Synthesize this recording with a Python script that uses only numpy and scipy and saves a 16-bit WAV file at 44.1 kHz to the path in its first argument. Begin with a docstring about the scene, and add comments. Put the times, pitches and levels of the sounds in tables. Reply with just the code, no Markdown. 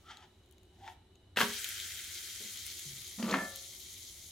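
"""A small kitchen with a low hum and faint burner hiss: a spatula slides under a thin crepe in a hot pan.
The spatula rasps and rings by friction; the flipped crepe slaps down wetly and rings the damped pan.
Bursting bubbles sizzle and thin out as the batter dries; spitting fat ticks and rings the pan's hollow.
The pan is then dragged across the iron grate: it rocks, chatters and knocks the bars into ringing."""
import sys
import numpy as np
from scipy import signal
from scipy.fft import rfft, irfft, next_fast_len
from scipy.io import wavfile
from scipy.ndimage import uniform_filter1d

SR = 44100
rng = np.random.default_rng(int(sys.argv[2]) if len(sys.argv) > 2 else 0)


def put_to_file(sound):
    """Save the sound as 16-bit audio at rate SR, in the file named by the first command-line argument."""
    columns = np.atleast_2d(sound).T  # one column per channel
    safe = np.clip(columns, -1, 1)
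    whole_steps = np.round(safe * 32767)
    wavfile.write(sys.argv[1], SR, whole_steps.astype(np.int16))


def how_loud(loudness_db):
    """Turn decibels into a plain amplitude multiplier (0 dB gives 1, 20 dB gives 10)."""
    steps = np.asarray(loudness_db, float) / 20
    return 10 ** steps


N = 190268  # length in samples

# Left-right likeness of diffuse sound: f/Hz, likeness (0 to 1)
DIFFUSE_LIKENESS = [(60, 0.78), (190, 0.83), (300, 0.86), (400, 0.91), (700, 0.36), (1650, 0.73),
                    (5000, 0.17), (15000, 0.14)]
# Resonances of the pan's hollow: f/Hz, width/Hz, level/dB
HOLLOW = [(2270, 490, 3), (3164, 100, 10.5), (3710, 690, 3), (6680, 490, 1.5)]


def evened(x):
    """Normalization: scales a signal to rms 1."""
    return x / np.sqrt(np.mean(x ** 2) + 1e-20)


def read(points, hz):
    """Interpolates a table of values over logarithmic frequency."""
    f, value = np.transpose(points)
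    return np.interp(np.log(hz + 1), np.log(f + 1), value)


def humps(peaks, hz):
    """Resonance curves: dB raised around each centre, halved at half its width away."""
    return sum(db / (1 + (2 * (hz - f) / width) ** 2) for f, width, db in peaks)


def add(mix, s, sound):
    """Superposition: adds a sound to the mix from time s, in seconds."""
    part = mix[..., round(s * SR):][..., :sound.shape[-1]]
    part += sound[..., :part.shape[-1]]


def fade_mask(start_s, end_s):
    """A gate from 0 to 1 and back that fades in and out within 10 ms."""
    t = np.arange(N) / SR
    return np.clip(np.minimum(t - start_s, end_s - t) * 100, 0, 1)


def slopes_db(at_s, rise_db_per_s, fall_db_per_s):
    """Exponential growth and decay: dB relative to a peak, before and after it."""
    t = np.arange(N) / SR - at_s
    return np.where(t < 0, rise_db_per_s * t, -fall_db_per_s * t)


def colour(x, spectrum):
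    """Linear filtering: weights the frequencies by a spectrum in dB and sets rms 1."""
    size = next_fast_len(len(x))
    gain = how_loud(read(spectrum, np.fft.rfftfreq(size, 1 / SR)))
    return evened(irfft(rfft(x, size) * gain, size)[:len(x)])


def resonate(x, hz, width):
    """Resonance of gain 1 by heterodyning: shifts hz down to zero, smooths, and shifts back."""
    turn = np.exp(2j * np.pi * np.cumsum(hz * np.ones(len(x))) / SR)
    r = np.exp(-np.pi * width / SR)
    return 2 * (turn * signal.lfilter([1 - r], [1, -r], x / turn)).real


def clicks(per_s, spread_db, channels=1):
    """Shot noise: random clicks of random sign, a few much larger than the rest; rms 1."""
    hit, sign, size = rng.random((3, channels, N))
    height = how_loud(spread_db * np.minimum(-np.log(1 - size), 5))
    return evened((hit < per_s / SR) * np.sign(sign - .5) * height)


def ringing(modes):
    """Modal impulse response: decaying sines that answer one unit blow."""
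    t = np.arange(SR) / SR
    return sum(how_loud(db - 60 * t / t60) * np.sin(2 * np.pi * hz * t) for hz, db, t60 in modes)


def spread(pair, same, field_db):
    """Partial coherence: makes two signals partly alike, with levels set over frequency and time."""
    hz, t, (a, b) = signal.stft(pair, SR, nperseg=512, noverlap=384)
    like = np.clip(read(same, hz), -1, 1)[:, None]
    z = np.array([a, like * a + np.sqrt(1 - like ** 2) * b]) * how_loud(field_db(hz[:, None], t))
    return signal.istft(z, SR, nperseg=512, noverlap=384)[1][:, :N]


def kitchen():
    """Stationary noise: steady hum of the room and hiss of the gas jets, partly coherent left to right."""
    # Bands that stand out of the hum: f/Hz, width/Hz, level/dB
    jets = [(78.5, 25, 3.5), (94.9, 21.3, 10.5), (368, 29, 9), (2966, 130, 16.5), (3880, 700, 15)]
    # Relative spectrum of the hum: f/Hz, level/dB per Hz
    hum = [(20, -17), (40, -17.5), (59, -2.5), (120, -13.5), (184, -14.5), (262, -15.5), (404, -15.5),
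           (450, -23), (751, -22), (1100, -30), (2600, -34), (4500, -39.5), (8000, -39.5), (12500, -44.5),
           (16000, -59)]
    size = next_fast_len(N)
    hz = np.fft.rfftfreq(size, 1 / SR)
    a, b = rfft(rng.standard_normal((2, size)))
    like = np.clip(read(DIFFUSE_LIKENESS, hz), -1, 1)
    z = np.array([a, like * a + np.sqrt(1 - like ** 2) * b]) * how_loud(read(hum, hz) + humps(jets, hz))
    return how_loud(-61.5) * evened(irfft(z, size)[:, :N])


def sizzle():
    """Bubble bursts over steam hiss: as the batter dries the low, large bubbles die out."""
    # Relative spectrum, big bubbles of fresh batter: f/Hz, level/dB per Hz
    wet = [(410, -45), (700, -17), (909, -42), (1130, -21.5), (1470, -0.5), (2690, -5), (3190, -3.5),
           (5100, -4.5), (6360, -4), (8160, -6.5), (13800, -10.5), (15900, -13.5)]
    # Relative spectrum, small bubbles of the dried side: f/Hz, level/dB per Hz
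    dried = [(710, -37), (1200, -19.5), (1750, -19), (2040, -5.5), (2560, -15), (3210, -5.5), (4300, -0.5),
             (4790, -4), (6620, 1), (8210, -6.5), (11100, -4.5), (15900, -13.5)]
    # Left-right likeness of the frying: f/Hz, likeness (0 to 1)
    likeness = [(60, 1.0), (180, 0.96), (550, 0.84), (1650, 0.76), (4970, 0.43), (15000, 0.35)]
    # Left-right level difference of the frying: f/Hz, level/dB
    left_db = [(60, 7), (180, 0.0), (550, 4.5), (1650, 0.5), (4970, 2.7), (15000, 1.8)]
    # Sizzle of the raw second side, from the landing on: t/s, nominal treble level/dB
    second = [(1.36, -49), (1.41, -36.5), (1.46, -43.5), (1.6, -44), (2.06, -47), (2.599, -47), (3.2, -50),
              (3.8, -51), (4.32, -53.5)]
    s, second_db = np.transpose(second)
    peel_s = 0.925
    bubbles = 0.8 * clicks(per_s=2500., spread_db=2.0, channels=2) + 0.73 * rng.standard_normal((2, N))
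    # random level patches over frequency and time
    patches = rng.standard_normal((257, N // 128 + 9))
    patches = evened(uniform_filter1d(uniform_filter1d(patches, size=30, axis=0), size=12, axis=1))

    def field_db(hz, t):
        drying = np.clip((t - 1.436) / 1.93, 0, 1)  # starts at 1.436 s, takes 1.93 s
        dry = np.where(t < (peel_s + s[0]) / 2, 0.24, drying)  # the first side stays at 0.24
        shape = (1 - dry) * read(wet, hz) + dry * read(dried, hz) + humps(HOLLOW, hz)
        # the power above 4.5 kHz is held, so drying changes the balance against it
        treble_db = 10 * np.log10((how_loud(2 * shape) * (hz > 4500)).sum(0) / len(hz))
        side = np.array([.5, -.5])[:, None, None] * read(left_db, hz)
        return shape - treble_db + 1.27 * patches[:, :len(t)] + side

    t = np.arange(N) / SR
    # the cooked first side barely whispers, fading 19 dB per s, until it is peeled off the pan
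    first = fade_mask(-1, peel_s) * how_loud(-75.5 - 19 * t)
    peel = how_loud(-68 + slopes_db(peel_s, rise_db_per_s=91, fall_db_per_s=456))
    level = first + peel + fade_mask(s[0], s[-1]) * how_loud(np.interp(t, s, second_db))
    return level * spread(bubbles, likeness, field_db)


def spits():
    """Impulsive excitation: a bursting fat drop ticks, fizzes, rings the pan's hollow and sprays treble."""
    # Clearest spits, peaks before the bass cut: t/s, hollow level/dB, spray level/dB, left-right level/dB
    clear_spits = [(0.171, -40.5, -61.0, 4), (0.4603, -64, -63, 10), (0.4886, -72, -64, 2),
                   (0.5113, -59, -51, 5), (0.5242, -64.0, -54, 12), (0.582, -54.5, -58, 2),
                   (0.632, -62, -61, 13), (1.1549, -54.5, -66, 6), (1.5373, -31, -29, 2.0),
                   (1.6438, -25.5, -24.5, 2), (1.6898, -42, -25, 5), (1.8, -29.5, -38, 0),
                   (2.0435, -35, -33, -5), (2.146, -51, -35, 0.0), (2.573, -34, -34, 3),
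                   (2.6652, -46, -26.5, 6), (2.794, -34.5, -29, 4), (3.0778, -50, -35, 4),
                   (3.5592, -38, -27, 3), (3.8028, -58, -36, 1.0), (4.035, -61, -56, 2.0)]
    # Small random spits, one row a side: from t/s, to t/s, how many, hollow level/dB, spray level/dB
    small_spits = [(.02, .7, 12, -63, -71), (1.5, 4.25, 8, -50, -44)]
    out, t, rows = np.zeros((2, N)), np.arange(2000) / SR, list(clear_spits)
    for start, end, many, hollow_db, spray_db in small_spits:
        when = rng.uniform(start, end, many)
        a, b, c = 4 * rng.standard_normal((many, 3)).T  # scatter in dB
        rows += zip(when, hollow_db + a, spray_db + b, 4 + c / 2)
    for s, hollow_db, spray_db, pan_db in rows:
        # short and long fizz, t60 of 9 ms and 60 ms, behind a unit tick
        fizz = rng.standard_normal(2000) * (.3 * how_loud(-60 * t / .009) + .06 * how_loud(-60 * t / .06))
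        fizz[0] = 1
        hollow = sum(resonate(resonate(fizz, hz, 1100), hz, 1100) for hz, *_ in HOLLOW[1:])
        spray = resonate(resonate(fizz, 10300, 8400), 10300, 10000)
        burst = how_loud(hollow_db) * hollow / abs(hollow).max() + how_loud(spray_db) * spray / abs(spray).max()
        add(out, s, burst * how_loud([[pan_db / 2], [-pan_db / 2]]))
    # tiny drops make no bass
    return signal.sosfilt(signal.butter(2, 2300, "high", fs=SR, output="sos"), out)


def bumps():
    """Rubbing friction: dull, soft-edged rubs on the worktop, a rough sagging hum with a hollow upper part."""
    # Rubs: start t/s, length t/s, low level/dB, low f/Hz at the start, upper level/dB
    rubs = [(2.396, 0.048, -54, 214.7, -58), (2.845, 0.14, -52.5, 152, -81)]
    out, noise = np.zeros(N), rng.standard_normal(N)
    upper = evened(resonate(resonate(noise, 380, 160), 380, 160))
    for s, length, low_db, start_hz, upper_db in rubs:
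        t = np.arange(N) / SR - s
        low_hz = start_hz - 189 * np.clip(t, 0, length)  # sags 189 Hz per s
        # rises in 15 ms, fades 25 dB per s, and 270 dB per s faster once let go
        fall_db = -25 * t - 270 * np.maximum(t - length, 0)
        shape = np.clip(t / .015, 0, 1) * how_loud(fall_db)
        rough = evened(resonate(resonate(noise, low_hz, 56), low_hz, 57))
        low = 0.79 * np.sin(2 * np.pi * np.cumsum(low_hz) / SR) + 0.68 * rough
        out += shape * (how_loud(low_db) * low + how_loud(upper_db) * upper)
    return out


def spatula():
    """Friction excitation: grit rasps on the pan and rings the flexing blade and its tip."""
    # Pushes, before rounding: hardest pressure t/s, build-up/(dB/s), rasp, blade and tip level/dB
    strokes = [(0.113, 398, -48.5, -56, -53), (0.236, 179, -58.5, -58, -66), (0.884, 233, -53, -46.5, -85)]
    # Relative spectrum of the rasp: f/Hz, level/dB per Hz
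    rasp_spectrum = [(760, -19.5), (1300, -9), (1630, -4), (1840, -3), (2280, -10.5), (2740, -10.5),
                     (3300, -4.5), (4010, -14), (6220, -16.5), (8370, -28), (15000, -52)]
    tip_hz = 1284
    grit = 0.95 * clicks(per_s=2600.0, spread_db=1.5)[0] + 0.53 * rng.standard_normal(N)
    out, rasp = np.zeros(N), colour(grit, rasp_spectrum)
    tip = evened(resonate(resonate(grit, tip_hz, 220), tip_hz, 220))
    for s, rise_db_per_s, rasp_db, blade_db, tip_db in strokes:
        # pressure peaks are rounded over 17 ms; the tip bites 17 ms ahead
        press_db = uniform_filter1d(slopes_db(s, rise_db_per_s, fall_db_per_s=522), round(0.017 * SR))
        bite_db = np.interp(np.arange(N) + 0.017 * SR, np.arange(N), press_db)
        # the blade ring rises 5 Hz per dB as it is pressed
        blade_hz = 858 + 5 * np.maximum(press_db, -20)
        blade = evened(resonate(resonate(grit, blade_hz, 190), blade_hz, 190))
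        out += how_loud(press_db) * (how_loud(rasp_db) * rasp + how_loud(blade_db) * blade)
        out += how_loud(bite_db + tip_db) * tip
    return out


def drag():
    """Impact and modal response: the pan rocks and chatters; some blows also ring the high bars."""
    # Modes of the grate: f/Hz, level/dB, t60/s
    grate = [(392, -10.5, 0.15), (539.4, -18, 0.6), (559, -20, 0.6), (650, -15, 0.38), (717, -18, 0.48),
             (747, -20, 0.42), (877, -19, .3), (1012, -21, 0.33), (1178, -16, 0.43), (1308, -20, 0.36),
             (1357, -22, 0.4), (1410, -21, 0.38), (1513, -17, 0.38), (1749, -2, 0.36), (1790, -7, 0.45),
             (2140, -12, 0.3), (2420, -24, .3)]
    # Relative spectrum of the grit: f/Hz, level/dB per Hz
    grit_spectrum = [(180, -50), (300, 3), (876, -0.5), (1200, -3.5), (1480, -10), (1690, -6.5), (2080, -6),
                     (6510, -20), (8000, -38), (10400, -61), (17600, -120)]
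    # Spatula or pan base catches on metal: t/s, peak level/dB, knock f/Hz
    catches = [(0.877, -36, 1900), (3.227, -30, 2140), (3.228, -38, 4830), (3.265, -43, 1080),
               (3.296, -33, 3570), (3.311, -27.5, 4300), (3.314, -33.5, 6400), (3.326, -27, 1720),
               (3.3402, -15, 1300), (3.343, -24.5, 2310), (3.357, -25, 1700)]
    # The loaded pan rocks on its supports: t/s, level/dB before the soft onset, f/Hz
    rocks = [(3.178, -36, 206), (3.194, -28, 231), (3.232, -23.5, 217.4), (3.257, -26.5, 200),
             (3.29, -28, 214), (3.323, -26, 198.7), (3.342, -26.5, 266.5), (3.374, -31, 187),
             (3.419, -38, 209)]
    # Blows that reach the free bars of the grate: t/s, level/dB
    bar_blows = [(3.326, -33.5), (3.356, -36), (3.387, -33.5)]
    # the drag builds up to its hardest moment, then lets go
    drag_db = -35.5 + slopes_db(3.324, rise_db_per_s=87, fall_db_per_s=107)
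    chatter = fade_mask(3.18, 3.46) * how_loud(drag_db) * clicks(per_s=550., spread_db=3.)[0]
    dull = ringing([mode for mode in grate if mode[0] < 1600])
    bright = ringing([mode for mode in grate if mode[0] >= 1600])
    # the loose pan makes the low bars waver
    dull *= 1 + .75 * evened(uniform_filter1d(rng.standard_normal(SR), size=900))
    out = how_loud(-2.5) * colour(chatter, grit_spectrum) * np.std(chatter)
    blows, t = np.zeros(N), np.arange(SR // 4) / SR
    for s, rock_db, hz in rocks:
        onset = 1 - np.exp(-t / 0.0048)
        add(out, s, how_loud(rock_db - 60 * t / .13) * onset * np.sin(2 * np.pi * hz * t))
    for s, peak_db, hz in catches:
        crack = rng.choice([-1., 1.], len(t)) * how_loud(-60 * t / .02)  # t60 of 20 ms
        crack = resonate(resonate(crack, hz, 1460), hz, 1460)
        add(out, s, how_loud(peak_db) * crack / abs(crack).max())
    for s, db in bar_blows:
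        blows[round(s * SR)] = how_loud(db)
    # chatter rings the low bars; a bar blow rings the high bars and, turned down 10.5 dB, the low ones
    out += signal.oaconvolve(how_loud(-5) * chatter, dull / np.linalg.norm(dull))[:N]
    return out + signal.oaconvolve(blows, bright + how_loud(-10.5) * dull)[:N]


def slap():
    """Impact on a damped plate: each landing fold is a wet splat and a soft push that rings the pan."""
    # Parts of the crepe landing: t/s, splat level/dB, push on the pan level/dB
    folds = [(1.361, -38, -58), (1.371, -21, -44), (1.387, -30.5, -50), (1.4049, -22.5, -41.5),
             (1.4127, -22.5, -43), (1.432, -41, -36.5)]
    # Relative spectrum of the splat: f/Hz, level/dB per Hz
    splat_spectrum = [(260, -43), (450, 3.5), (631, -10.5), (846, -0.5), (1200, -4.5), (1650, 1.5),
                      (2040, -3), (2190, -5), (3170, -4), (5450, -20.5), (5870, -22.5), (15000, -29)]
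    # Modes of the damped pan: f/Hz, level/dB, t60/s
    pan_modes = [(141, -17, 0.088), (200.5, 0, 0.13), (231, 2, 0.2), (364, -14, 0.18), (411.2, -6.5, 0.32),
                 (465, -19.5, 0.45), (560, -11.5, 0.21)]
    splats, pushes, t = np.zeros(N), np.zeros(N), np.arange(SR // 4) / SR
    splash = 0.67 * clicks(per_s=1200.0, spread_db=0.5)[0] + 0.73 * rng.standard_normal(N)
    wet_noise = colour(splash, splat_spectrum)
    for s, splat_db, push_db in folds:
        add(splats, s, how_loud(splat_db - 60 * t / 0.057))  # t60 of 57 ms
        pushes[round(s * SR)] = how_loud(push_db)
    return splats * wet_noise + signal.oaconvolve(pushes, ringing(pan_modes))[:N]


def room(x):
    """Reverberation: sparse taps of random sign, each band decaying at its own rate; little bass returns."""
    # Decay of the room: f/Hz, t60/s
    decay = [(200, 0.34), (1000, 0.32), (4000, 0.35), (12000, 0.31)]
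    x = signal.lfilter(*signal.butter(2, 260, "high", fs=SR), x)
    taps = np.zeros((2, SR))
    at = np.arange(200, SR - 20, 20)  # one tap at random in each 20 samples
    at = at + rng.integers(0, 20, (2, len(at)))
    np.put_along_axis(taps, at, rng.choice([-1., 1.], at.shape), 1)
    tail = spread(taps, DIFFUSE_LIKENESS, lambda hz, t: -60 * t / read(decay, hz))
    return signal.fftconvolve(x[None], tail / np.linalg.norm(tail[0]), axes=1)[:, :N]


def placed(x, left_db):
    """Interchannel time and level: the right port hears a sample late; levels differ only in the treble."""
    treble = signal.lfilter(*signal.butter(1, 900, "high", fs=SR), x)
    left, right = x + treble * (how_loud([[left_db / 2], [-left_db / 2]]) - 1)
    return np.array([left, np.append(0, right[:-1])])


def scene():
    """Superposition: direct sound, its reverberation, the kitchen and the frying."""
    high = signal.butter(2, 80, "high", fs=SR, output="sos")  # the small pan radiates no deep bass
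    flip, handling = signal.sosfilt(high, [slap(), spatula() + drag() + bumps()])
    direct = placed(flip, left_db=3.5) + placed(handling, left_db=4.0)
    return direct + how_loud(-6.5) * room(flip + handling) + kitchen() + sizzle() + spits()


def roll_off(x):
    """The treble ends steeply here."""
    return signal.sosfilt(signal.butter(12, 16030, fs=SR, output="sos"), x)


def record(dry):
    """Long-wave coherence: close ports hear the bass alike; the band ends at 16 kHz."""
    mid, side = dry.mean(0), (dry[0] - dry[1]) / 2
    side = signal.lfilter(*signal.butter(2, 280, "high", fs=SR), side)
    edge = signal.firwin(511, 16000, window=("kaiser", 9), fs=SR)
    mix = signal.oaconvolve([mid + side, mid - side], edge[None], "same")
    return roll_off(mix)


dry = scene()
out = record(dry)
put_to_file(out)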